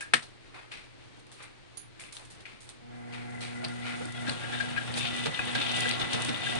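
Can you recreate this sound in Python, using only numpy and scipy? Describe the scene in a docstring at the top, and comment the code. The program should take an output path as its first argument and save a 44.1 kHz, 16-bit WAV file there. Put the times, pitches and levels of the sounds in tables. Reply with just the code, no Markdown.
"""Stand mixer with a steel bowl

The head latches with a knock and a hand turns the speed dial: impacts that excite damped modes.
The motor starts softly and hums at twice the mains frequency; its gears whirr louder with speed.
The beater churns and slaps a thick mixture and now and then rubs the bowl into resonance.
Two close microphones of unlike response and opposite polarity hear it in a small kitchen."""
import sys
import numpy as np
from scipy import signal
from scipy.fft import rfft, irfft, next_fast_len
from scipy.io import wavfile
from scipy.ndimage import uniform_filter1d

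SR = 44100
rng = np.random.default_rng(int(sys.argv[2]) if len(sys.argv) > 2 else 0)


def int16_out(signal):
    """Quantize to a 16-bit WAV file."""
    q = np.round(np.clip(np.atleast_2d(signal).T, -1, 1) * 32767)
    wavfile.write(sys.argv[1], SR, q.astype(np.int16))


N = 290619
T = np.arange(N) / SR
HUM_HZ = 120  # twice the mains frequency
START_S, SPIN_UP_S = 2.82, 1.06  # onset and time constant of the shaft speed

# Levels in all tables are relative; each function sets the gain of its layer.
# gear case resonances, upper and lower: f/Hz, bandwidth/Hz, level/dB
CASE_MODES = [(2490, 270, 2), (2906, 70, 1), (3140, 80, -3), (3330, 130, -1.5), (3580, 80, 1.5)]
WHINE_MODES = [(735.5, 27, -3), (1130, 85, -7.5), (1390.5, 34, -1), (1638, 23, -1.5), (1980, 76, -1)]
# spectrum of the tooth rattle: f/Hz, level/dB
WHIRR_SPECTRUM = [(500, -17.5), (1400, -1), (2150, -17), (2600, 7.5), (3700, -1.5), (4300, -28),
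                  (5500, -7.5), (8000, -28)]
def gears(churn_db):
    """Forced vibration: uneven tooth impacts drive the case, whose upper modes flare independently."""
    torque_db = 1.2 * walk(45)
    rattle = undb(2.12 * walk(320) + torque_db) * (1 + 0.048 * np.sin(2 * np.pi * HUM_HZ * T))
    teeth = field() * rattle
    case = unit(sum(resonate(teeth, [(hz, width, 0)]) * undb(db + 2 * walk(23))
                    for hz, width, db in CASE_MODES))
    whirr = undb(-2.5) * colour(field() * rattle, WHIRR_SPECTRUM) + undb(2) * case
    whirr_db = running_db(-43, speed_power=3.5, stroke_db=0.1, swell_share=1)
    return whirr * undb(whirr_db) + undb(churn_db - 0.5) * resonate(teeth, WHINE_MODES)


# spells of gear tone: start t/s, end t/s, f/Hz, level/dB, left minus right/dB, noise share of power
MESH_SPELLS = [(2.85, 4.357, 2008, -4, 13.5, 0.52), (3.497, 4.582, 1419, -3.5, 6.5, 0.54),
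               (5.09, 6.7, 1991, 1.5, -5.5, 0.24), (5.65, 6.31, 734, -6, -4.5, .7),
               (5.92, 6.325, 1099, -2.5, 6, 0.65)]
def gear_tones(fade_s=0.061, chatter_hz=27, grit_width_hz=55, right_lag_s=0.00031):
    """Periodic tooth meshing gives wavering, gritty tones; their chatter weakens as the speed rises."""
    chatter_depth = 0.5 * np.sqrt(1 - rise(SPIN_UP_S))
    chatter = 1 + chatter_depth * np.sin(2 * np.pi * chatter_hz * np.cumsum(1 + 0.258 * walk(18)) / SR)
    tones = 0
    for start, end, hz, db, pan_db, rough in MESH_SPELLS:
        gate = np.clip(np.minimum(T - start, end - T) / fade_s, 0, 1)
        mesh_time = np.cumsum(1 + 0.009 * walk(110) + 0.006 * walk(16)) / SR
        tone = np.sqrt(2) * np.sin(2 * np.pi * hz * (mesh_time - np.array([[0], [right_lag_s]])))
        grit = resonate(field(), [(hz, grit_width_hz, 0)])
        grit = resonate(grit, [(hz, 2 * grit_width_hz, 0)])
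        blend = np.sqrt(1 - rough) * tone + np.sqrt(rough) * grit
        tones += pan(pan_db) * gate * undb(db + 2 * walk(25)) * blend
    level_db = running_db(-48.5, speed_power=1, stroke_db=0.5, swell_share=0.59)
    current = rise(0.13)
    return tones * chatter * undb(level_db) * current


# hum partials: harmonic number, level/dB, share of each sag, change at full speed/dB
HUM_PARTIALS = [(1, -45, 0.52, 0), (2, -42.5, 1.0, .5), (3, -57, 0.41, 0.5), (4, -54.5, 0.73, -5.5),
                (6, -49, 0.85, -4), (7, -57.5, .5, -0.5)]
# the hum sags as the beater breaks free of the mixture: t/s, level/dB
HUM_SAGS = [(3.78, -4), (4.13, -6), (4.41, -15), (4.82, -3), (5.15, -5), (5.37, -26), (5.61, -3),
            (6.06, -1.5), (6.43, -13)]
def motor(waver_db=2.5, waver_rad=0.21, sag_half_s=0.04):
    """Magnetic forces of chopped mains current make the windings hum; partials waver more with speed."""
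    speed, hum = rise(SPIN_UP_S), 0
    sag_db = sum(db * np.exp(-((T - t) / sag_half_s) ** 2) for t, db in HUM_SAGS)
    for k, db, sag_share, fast_db in HUM_PARTIALS:
        phase = 2 * np.pi * (k * HUM_HZ * T + rng.random()) + waver_rad * speed * walk(10)
        partial_db = db + sag_share * sag_db + speed * (fast_db + waver_db * walk(15))
        hum += undb(partial_db) * np.sin(phase)
    level_db = running_db(0.21, speed_power=0.096, stroke_db=0.13, swell_share=0.25)
    return np.sqrt(2) * hum * rise(0.31, start_s=2.7) * undb(level_db)


# spectrum of the churning: f/Hz, level/dB
CHURN_SPECTRUM = [(40, -37.5), (90, -2), (140, 8.5), (195, 0), (280, 2.5), (400, -3.5), (600, -2), (830, 1),
                  (1100, -5.5), (1400, -1), (2200, -2), (4000, -25.5)]
def churning(churn_db):
    """Unsteady viscous flow round the beater radiates low, fluctuating noise."""
    return colour(field(), CHURN_SPECTRUM) * undb(churn_db + 4 + 2 * walk(120))


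# the mixture tears off the wall, and air pockets pop: t/s, level/dB
TEARS = [(4.95, -39.5), (5.74, -40.5), (6.22, -47)]
POPS = [(3.683, -36), (4.054, -32.5), (4.122, -35), (4.987, -26), (5.163, -29.5), (5.453, -35),
        (5.7666, -28), (5.805, -19.5), (5.8903, -24.5), (6.132, -23), (6.2196, -24), (6.247, -24),
        (6.5529, -28)]
# spectrum of both: f/Hz, level/dB
CRACKLE_SPECTRUM = [(1000, -46), (4500, 0.5), (7000, 6), (11000, 1.5)]
def crackling():
    """Rupture of sticky mixture and of air pockets releases bright bursts of noise."""
    running = undb(running_db(-49, speed_power=1.5, stroke_db=1.4, swell_share=0.2))
    tears = envelope((t, db, 0.036, 0.19) for t, db in TEARS)
    grain = unit(field() * undb(0.76 * walk(740) + 1.95 * walk(70)))
    pops = field() * envelope((t, db, 0.001, 0.026) for t, db in POPS)
    return colour(undb(6) * (running + tears) * grain + undb(0.5) * pops, CRACKLE_SPECTRUM)


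# the beater slaps the mixture on the wall: t/s, smack level/dB, thud level/dB, smack T60/s
SLAPS = [(3.64, -39, -47.5, 0.084), (4.003, -58, -46.5, 0.063), (4.275, -39, -42.5, 0.2),
         (4.604, -42, -59, 0.2), (4.97, -34, -62, 0.09), (5.256, -29, -39.5, 0.068),
         (5.386, -52, -41.5, 0.028), (5.548, -30, -42, 0.048), (5.712, -36, -60, 0.025),
         (5.859, -44, -47, 0.032), (5.996, -35, -43.5, 0.16), (6.128, -32.5, -42.5, 0.18),
         (6.285, -33, -40.5, .12), (6.55, -48, -42.5, .1)]
# spectra of a wet smack and a soft thud: f/Hz, level/dB
SMACK_SPECTRUM = [(100, -13), (700, -5.5), (1600, -2), (3000, -0.5), (3900, 1), (4550, -6), (5500, -3.5),
                  (7500, -9), (11000, -15)]
THUD_SPECTRUM = [(50, -24), (100, -31), (145, -4.5), (195, -16), (270, -17.5), (380, -22.5), (800, -19.5),
                 (1800, -26.5), (5000, -64)]
def slaps():
    """Inelastic impact of a soft mass gives a bright smack and a slower, low thud."""
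    smack = envelope((t, db + 4.5, 0.004, t60) for t, db, _, t60 in SLAPS) * undb(2 * walk(400))
    thud = envelope((t, db + 7, 0.016, 1.5 * t60) for t, _, db, t60 in SLAPS)
    return smack * colour(field(), SMACK_SPECTRUM) + thud * colour(field(), THUD_SPECTRUM)


# hollows close in the mixture: t/s, level/dB, initial f/Hz
PLOPS = [(3.622, -37, 684), (4.0, -38.5, 506), (4.05, -39, 311), (4.275, -30, 256.7), (5.25, -29, 461),
         (5.258, -35, 280.4), (5.277, -32, 155), (5.58, -30.5, 290), (5.85, -34, 496), (5.99, -39, 312),
         (6.139, -31.5, 157.5), (6.142, -34, 460), (6.278, -30, 304.4), (6.545, -28, 729)]
def plops(fall_per_s=2.3):
    """Cavity resonance: each closing hollow sounds a damped tone that sinks in pitch."""
    tones = 0
    for t, db, hz in PLOPS:
        sinking = np.exp(-fall_per_s * np.clip(T - t, 0, 1))
        phase = 2 * np.pi * (hz * np.cumsum(sinking) / SR + rng.random())
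        tones += envelope([(t, db, 0.011, 0.08)]) * np.sin(phase)
    return tones * undb(2 * walk(200))


# the beater smears the mixture: t/s, level/dB, rise/s, T60/s
SMEARS = [(5.2, -37, 0.042, 0.23), (5.33, -36, 0.017, 0.099), (5.465, -33.5, 0.012, 0.085),
          (5.6, -44, 0.021, .12), (5.68, -33, 0.031, .08), (5.79, -31.5, 0.033, 0.2),
          (6.09, -32, 0.049, .13), (6.44, -31, 0.014, 0.14)]
# resonances of the smear: f/Hz, bandwidth/Hz, level/dB
SMEAR_MODES = [(2850, 120, 6), (3150, 80, 3), (3450, 140, -3), (3570, 110, 3)]
def smears():
    """Stick-slip friction of wet mixture along the wall makes an uneven rasp."""
    return resonate(field(), SMEAR_MODES) * envelope(SMEARS) * undb(2.5 * walk(160))


# the beater jolts on its shaft: t/s, level/dB, T60/s
JOLTS = [(3.6415, -32, .018), (3.647, -23.5, 0.029), (4.2941, -19.5, 0.027), (4.608, -34, 0.02),
         (4.939, -28, .03), (5.911, -18.5, 0.019), (6.133, -32, 0.032)]
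# beater resonances: f/Hz, bandwidth/Hz, level/dB
BEATER_MODES = [(2640, 270, 0), (3110, 200, -13), (4110, 200, -2), (4460, 170, 3), (4700, 91, -11),
                (8900, 1500, -3.5)]
def beater():
    """Impulsive excitation: each jolt gives the beater a hard, short ring."""
    jolts = envelope((t, db - 3, 0.001, t60) for t, db, t60 in JOLTS)
    return pan(3.1) * resonate(field(), BEATER_MODES) * jolts


# the beater rubs the bowl: t/s, level/dB, contact time/s, T60/s, left minus right/dB
RUBS = [(.008, -41.5, 0.014, 0.19, -4), (4.266, -39.5, 0.011, 0.16, 8), (4.409, -44, 0.028, .3, 4),
        (4.51, -39, 0.028, 0.28, 4), (4.601, -31.5, 0.0069, 0.068, 15), (4.762, -29, 0.018, 0.066, 7.5),
        (5.55, -36, 0.0039, 0.16, -16.5), (5.843, -35, 0.014, 0.11, 6), (6.46, -40, 0.011, 0.1, 6)]
# resonances of the rasp: f/Hz, bandwidth/Hz, level/dB
RASP_MODES = [(1710, 120, 10), (1430, 210, -6), (1860, 510, -9), (2340, 270, 2)]
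# the mixture squeaks on the steel: t/s, level/dB, f/Hz, rise/s
SQUEAKS = [(4.135, -51.5, 3340, 0.037), (4.32, -49, 3350, 0.0071)]
# the beater strikes the bowl: t/s, level/dB, knock above ring/dB
STRIKES = [(.007, -40.5, 5), (4.762, -33, 1), (5.3912, -22.5, -5.5)]
# bowl modes, damped by the mixture: f/Hz, level/dB, T60/s
BOWL_MODES = [(1520, -6.5, 0.023), (1656, -1, 0.041), (1920, -13, 0.012), (2522, -1, 0.085)]
# spectrum of the dull knock: f/Hz, level/dB
STRIKE_SPECTRUM = [(300, -8), (700, -18), (1100, -4.5), (1900, -4), (2600, 3), (5000, -33)]
def bowl(rubbed_hz=1617):
    """Uneven friction rasps, squeaks and builds up one bowl mode; an impact excites several."""
    rubbed = sum(ring([(rubbed_hz, 5.5, t60)], [(t, db, contact, pan_db)])
                 for t, db, contact, t60, pan_db in RUBS)
    rasp = resonate(field(), RASP_MODES) * envelope(rub[:4] for rub in RUBS)
    squeaks = sum(ring([(hz, 10, 0.1)], [(t, db, rise_s, 0)]) for t, db, hz, rise_s in SQUEAKS)
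    clinks = ring(BOWL_MODES, [(t, db, 0.0015, 4) for t, db, _ in STRIKES])
    blows = envelope((t, db + knock_db, 0.0025, 0.022) for t, db, knock_db in STRIKES)
    knocks = colour(field(), STRIKE_SPECTRUM) * blows
    friction = undb(2 * walk(250))
    return (rubbed + squeaks) * friction + pan(2.8) * undb(0.5) * rasp + clinks + knocks


# the head locks down: t/s, level/dB
LATCH_KNOCKS = [(0.1351, -14.5), (0.1392, -15)]
# spectrum of the latch: f/Hz, level/dB
LATCH_SPECTRUM = [(60, -58), (220, -10), (600, -15), (1100, -7), (1800, 2.5), (2600, -4), (4200, -8),
                  (6000, -9.5), (8800, -7.5), (11000, -23)]
# modes of the cast head: f/Hz, level/dB, T60/s
HEAD_MODES = [(236, -17, 0.15), (330, -16, .1), (480, -18, .11), (755, -9, 0.034), (924, -8, 0.05),
              (1315, 5.5, 0.036), (1654, -4, 0.024), (1836, 6, .03), (1920, 3, .036), (2040, 4, 0.025),
              (2190, 2, .03), (2546, 2, 0.03), (3010, -6, 0.04), (3540, -3, 0.04), (4270, -9, .06),
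              (8800, -4, 0.02)]
def head():
    """Free vibration after impact: the latch cracks and rattles, the head rings over a soft thump."""
    crack = colour(field(), LATCH_SPECTRUM) * envelope((t, db, 0.0013, 0.036) for t, db in LATCH_KNOCKS)
    t, db = max(LATCH_KNOCKS, key=lambda knock: knock[1])
    thump = colour(field(), THUD_SPECTRUM) * envelope([(t, db - 24, 0.016, 0.17)])
    rattle = colour(field(), LATCH_SPECTRUM) * envelope([(t, db - 11, 0.012, 0.17)])
    rattle *= undb(2 * walk(300))
    return pan(1.6) * (crack + rattle) + thump + ring(HEAD_MODES, [(t, db - 4.5, 0.0025, 5)])


# fingers and dial detents: t/s, level/dB, treble above body/dB, T60/s
CLICKS = [(0.007, -40, 11, 0.13), (.222, -41, -5, 0.26), (1.194, -51, 5, 0.064), (1.266, -52.5, 3, .05),
          (1.316, -46, 4, 0.035), (1.322, -49, 3.5, 0.44), (1.424, -47, 10, 0.097),
          (1.997, -54, 18.5, 0.31), (2.122, -45, 7.5, 0.49), (2.167, -40, -4, 0.037), (2.25, -48.5, 8, .05),
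          (2.302, -47, 8, 0.19), (2.405, -48.5, 0, 0.11), (2.605, -49, 7, 0.36), (2.690, -39, 5, 0.086),
          (3.406, -36.5, -1.5, 0.41)]
# spectra of a click's body and treble: f/Hz, level/dB
CLICK_SPECTRUM = [(100, -14), (600, -4.5), (1500, -4), (2600, -6.5), (3700, 0.5), (4400, -1.5), (5500, -3),
                  (11000, -9.5)]
TREBLE_SPECTRUM = [(2000, -38), (5000, -3.5), (7000, 3), (10000, 1.5)]
def clicks():
    """Brief contacts of fingers and detents radiate broadband transients."""
    body = envelope((t, db, 0.0015, t60) for t, db, _, t60 in CLICKS)
    treble = envelope((t, db + bright_db, 0.001, t60) for t, db, bright_db, t60 in CLICKS)
    bursts = colour(field(), CLICK_SPECTRUM) * body + colour(field(), TREBLE_SPECTRUM) * treble
    return bursts * undb(-3 + 2 * walk(500))


# a fingernail touches the steel: t/s, level/dB
NAIL_TOUCHES = [(1.771, -37)]
# resonances of the steel: f/Hz, bandwidth/Hz, level/dB
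STEEL_MODES = [(4730, 240, -16), (6470, 120, -6), (6980, 160, -1), (9700, 260, -15), (9780, 100, 5.5),
               (9700, 160, -4)]
def fingernail():
    """A light, hard contact excites the high modes of the steel."""
    return resonate(field(), STEEL_MODES) * envelope((t, db + 6, 0.001, 0.15) for t, db in NAIL_TOUCHES)


# scuffs and bumps of handling: t/s, level/dB, band f/Hz, rise/s, T60/s
SCUFFS = [(0.534, -47, 1200, 0.014, 0.68), (0.711, -42, 2520, 0.0071, 0.46),
          (1.375, -48.5, 1450, 0.045, 0.38), (1.992, -46.5, 2450, 0.0018, 0.57),
          (2.17, -51.5, 940, 0.02, 0.29), (2.454, -48, 2110, 0.0024, 0.55),
          (3.12, -43.5, 2220, 0.0096, 0.52), (3.411, -42.5, 2320, 0.012, 0.58),
          (3.81, -38.5, 1940, 0.073, 0.54)]
# response of the housing: f/Hz, gain/dB
HOUSING_RESPONSE = [(300, -1), (1900, 1), (2400, 7), (2900, 0.5), (4000, 0), (7000, 0), (11000, 1.5)]
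def scuffs():
    """Sliding friction of the hand makes bands of noise, filtered by the resonant housing."""
    rubbing, size = np.zeros((2, N)), SR // 2
    for t, db, hz, rise_s, t60 in SCUFFS:
        bandpass = signal.butter(1, [hz / 1.83, hz * 1.46], "band", fs=SR, output="sos")
        band = unit(signal.sosfilt(bandpass, field(size)))
        first = int(t * SR)
        rubbing[:, first:first + size] += band * envelope([(0.00088, db, rise_s, t60)])[:size]
    return colour(rubbing * undb(2 * walk(300)), HOUSING_RESPONSE, keep_power=False)


# fingers tap the dial and the housing: t/s, level/dB, f/Hz, bandwidth/Hz, T60/s
FINGER_TAPS = [(2.166, -37.5, 3660, 900, 0.028), (2.454, -40.5, 2260, 160, .07)]
def taps():
    """Each tap excites one damped resonance of the knob or the housing."""
    return sum(resonate(field(), [(hz, width, 0)]) * envelope([(t, db, 0.001, t60)])
               for t, db, hz, width, t60 in FINGER_TAPS)


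# spectrum of the room's rush: f/Hz, level/dB
AMBIENT_SPECTRUM = [(15, -10), (28, 13.5), (48, -13), (70, 1), (130, 3.5), (165, 1), (340, 2.5), (420, -5),
                    (1000, -6), (2300, -6), (4200, -11), (7000, -13), (11000, -24.5)]
def kitchen():
    """Ambient noise: a diffuse rush and a faint mains hum."""
    rush = colour(field(), AMBIENT_SPECTRUM) * undb(-53.5 + 1.03 * walk(14))
    return rush + undb(-58) * np.sin(2 * np.pi * HUM_HZ * T)


def room(x, wet_db, t60=0.23):
    """Reverberation: the reflections of a small hard room add an exponentially decaying tail."""
    tail = field(SR // 2) * envelope([(0.004, 0, 0.0041, t60)])[:SR // 2]
    return x + undb(wet_db) * convolve(x, tail / np.sqrt(np.sum(tail ** 2) / 2))


# swell as the mixture drags and the microphones swing over the bowl: t/s, level/dB
SWELL = [(3.6, 3), (3.7, 7), (3.77, 3), (4.1, 0), (4.4, 4.5), (4.58, 5), (4.7, -0.5), (4.87, 0), (5.05, 12),
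         (5.19, 5.5), (5.35, 1.5), (5.53, 4), (5.62, 10.5), (5.9, 9), (5.94, 4.5), (6.1, 1.5), (6.3, 6),
         (6.4, 2.5), (6.48, 5.5)]
def running_db(full_db, speed_power, stroke_db, swell_share):
    """Level of a layer: a power law of shaft speed, modulated by the beater's load and the swell."""
    first_stroke_s, stroke_hz, creep_hz_per_s = 3.64, 3.117, 0.031
    age = T - first_stroke_s
    load = np.cos(2 * np.pi * (stroke_hz * age + creep_hz_per_s * age ** 2 / 2))
    speed_db = 20 * np.log10(rise(SPIN_UP_S))
    swell_db = np.interp(T, *np.transpose(SWELL))
    return full_db + speed_power * speed_db + stroke_db * load + swell_share * swell_db


def rise(time_s, start_s=START_S):
    """First-order step response, from rest towards one."""
    return 1 - np.exp(-np.maximum(T - start_s, 1e-5) / time_s)


def pulse(age, rise_s, t60):
    """Linear growth during contact, then exponential decay."""
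    return np.minimum(age / rise_s, 1) * np.exp(-np.log(1000) * np.maximum(age - rise_s, 0) / t60)


def envelope(contacts):
    """Superposed pulses of contacts (t/s, level/dB, rise/s, T60/s)."""
    out, age = np.zeros(N + SR), T[:SR // 2]
    for start, db, rise_s, t60 in contacts:
        first = int(start * SR)
        out[first:first + len(age)] += undb(db) * pulse(age, rise_s, t60)
    return out[:N]


def ring(modes, blows):
    """Modal superposition: blows excite damped sines, a quarter cycle apart at the two microphones."""
    out, age = np.zeros((2, N + SR)), T[:SR // 4]
    for start, blow_db, rise_s, pan_db in blows:
        first = int(start * SR)
        for hz, db, t60 in modes:
            phase = rng.uniform(0, 2 * np.pi) + np.array([[0], [np.pi / 2]])
            mode = pulse(age, rise_s, t60) * np.sin(2 * np.pi * hz * age + phase)
            out[:, first:first + len(age)] += pan(pan_db) * undb(blow_db + db) * mode
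    return out[:, :N]


def resonate(x, modes):
    """Forced response of parallel resonators (f/Hz, bandwidth/Hz, level/dB), at unit rms."""
    age = T[:SR // 8]
    response = sum(undb(db) * np.sqrt(width) * np.exp(-np.pi * width * age) * np.cos(2 * np.pi * hz * age)
                   for hz, width, db in modes)
    return unit(convolve(x, response))


def colour(x, points, keep_power=True, size=4096):
    """Minimum-phase filter through points (f/Hz, level/dB)."""
    hz, db = np.transpose(points)
    gain = undb(np.interp(np.log(np.fft.rfftfreq(size, 1 / SR) + 1), np.log(hz), db))
    cepstrum = irfft(np.log(unit(gain) if keep_power else gain))
    cepstrum[1:size // 2] *= 2
    cepstrum[size // 2 + 1:] = 0
    return convolve(x, irfft(np.exp(rfft(cepstrum))))


def field(size=N, coherent_hz=850):
    """Diffuse noise at two microphones: long waves reach both coherently."""
    length = next_fast_len(size)
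    common, apart = rfft(rng.standard_normal((2, length)))
    coherence = 1 / (1 + (np.fft.rfftfreq(length, 1 / SR) / coherent_hz) ** 2) ** 2
    common *= np.sqrt((1 + coherence) / 2)
    apart *= np.sqrt((1 - coherence) / 2)
    return irfft(np.array([common + apart, common - apart]), length)[:, :size]


def walk(rate_hz):
    """Smooth random fluctuation of unit rms."""
    hold = int(SR / rate_hz)
    steps = np.repeat(rng.standard_normal(N // hold + 1), hold)
    return unit(uniform_filter1d(steps, hold)[:N])


def convolve(x, response):
    """Output of a linear system with this impulse response."""
    return signal.fftconvolve(np.atleast_2d(x), np.atleast_2d(response), axes=1)[:, :N]


def pan(db):
    """Left and right gains for a level difference."""
    return undb(np.array([[db], [-db]]) / 2)


def undb(db):
    """Decibels to amplitude ratio."""
    return 10 ** (np.asarray(db) / 20)


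def unit(x):
    """Normalise to unit rms."""
    return x / np.sqrt(np.mean(x ** 2))


# churning and gear whine above their running level: t/s, level/dB
CHURN_SWELL = [(4.15, -4.5), (4.55, -0.5), (4.7, -1.5), (5.2, 0), (5.55, 1), (5.85, 3.5), (6.15, 1),
               (6.4, 1), (6.57, 1.5)]
def scene():
    """Superposition of handling, the running machine and the room."""
    churn_db = running_db(-44.5, speed_power=0.62, stroke_db=0.6, swell_share=0.0133)
    churn_db += np.interp(T, *np.transpose(CHURN_SWELL))
    machine = gears(churn_db) + gear_tones() + churning(churn_db) + crackling() + slaps()
    latch = room(head(), wet_db=-19)
    hand = clicks() + fingernail() + scuffs() + taps()
    contacts = bowl() + beater() + plops() + smears()
    return latch + room(hand + contacts + machine, wet_db=-11) + motor() + kitchen()


# microphone responses: f/Hz, gain/dB
LEFT_RESPONSE = [(60, 3.5), (250, 0.5), (450, 3), (750, -4), (1600, 0.5), (4300, 2.5), (5500, -7.5),
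                 (7200, -18), (10500, -18)]
RIGHT_RESPONSE = [(40, -15), (100, 1), (250, 0.5), (450, 5), (750, 3), (1100, 0), (2100, -2.5), (3200, -6),
                  (4500, -3), (7500, -5.5), (8700, 2.5), (10400, -4)]
def record(dry, top_hz=10500):
    """Transduction: one microphone is dull, the other bright and inverted; peaks clip, the top is cut."""
    left = colour(dry[0], LEFT_RESPONSE, keep_power=False)
    right = -colour(dry[1], RIGHT_RESPONSE, keep_power=False)
    clipped = np.clip(np.vstack([left, right]), -0.8, 0.8)
    return signal.sosfilt(signal.ellip(10, 0.2, 70, top_hz, fs=SR, output="sos"), clipped)


dry = scene()
out = record(dry)
int16_out(out)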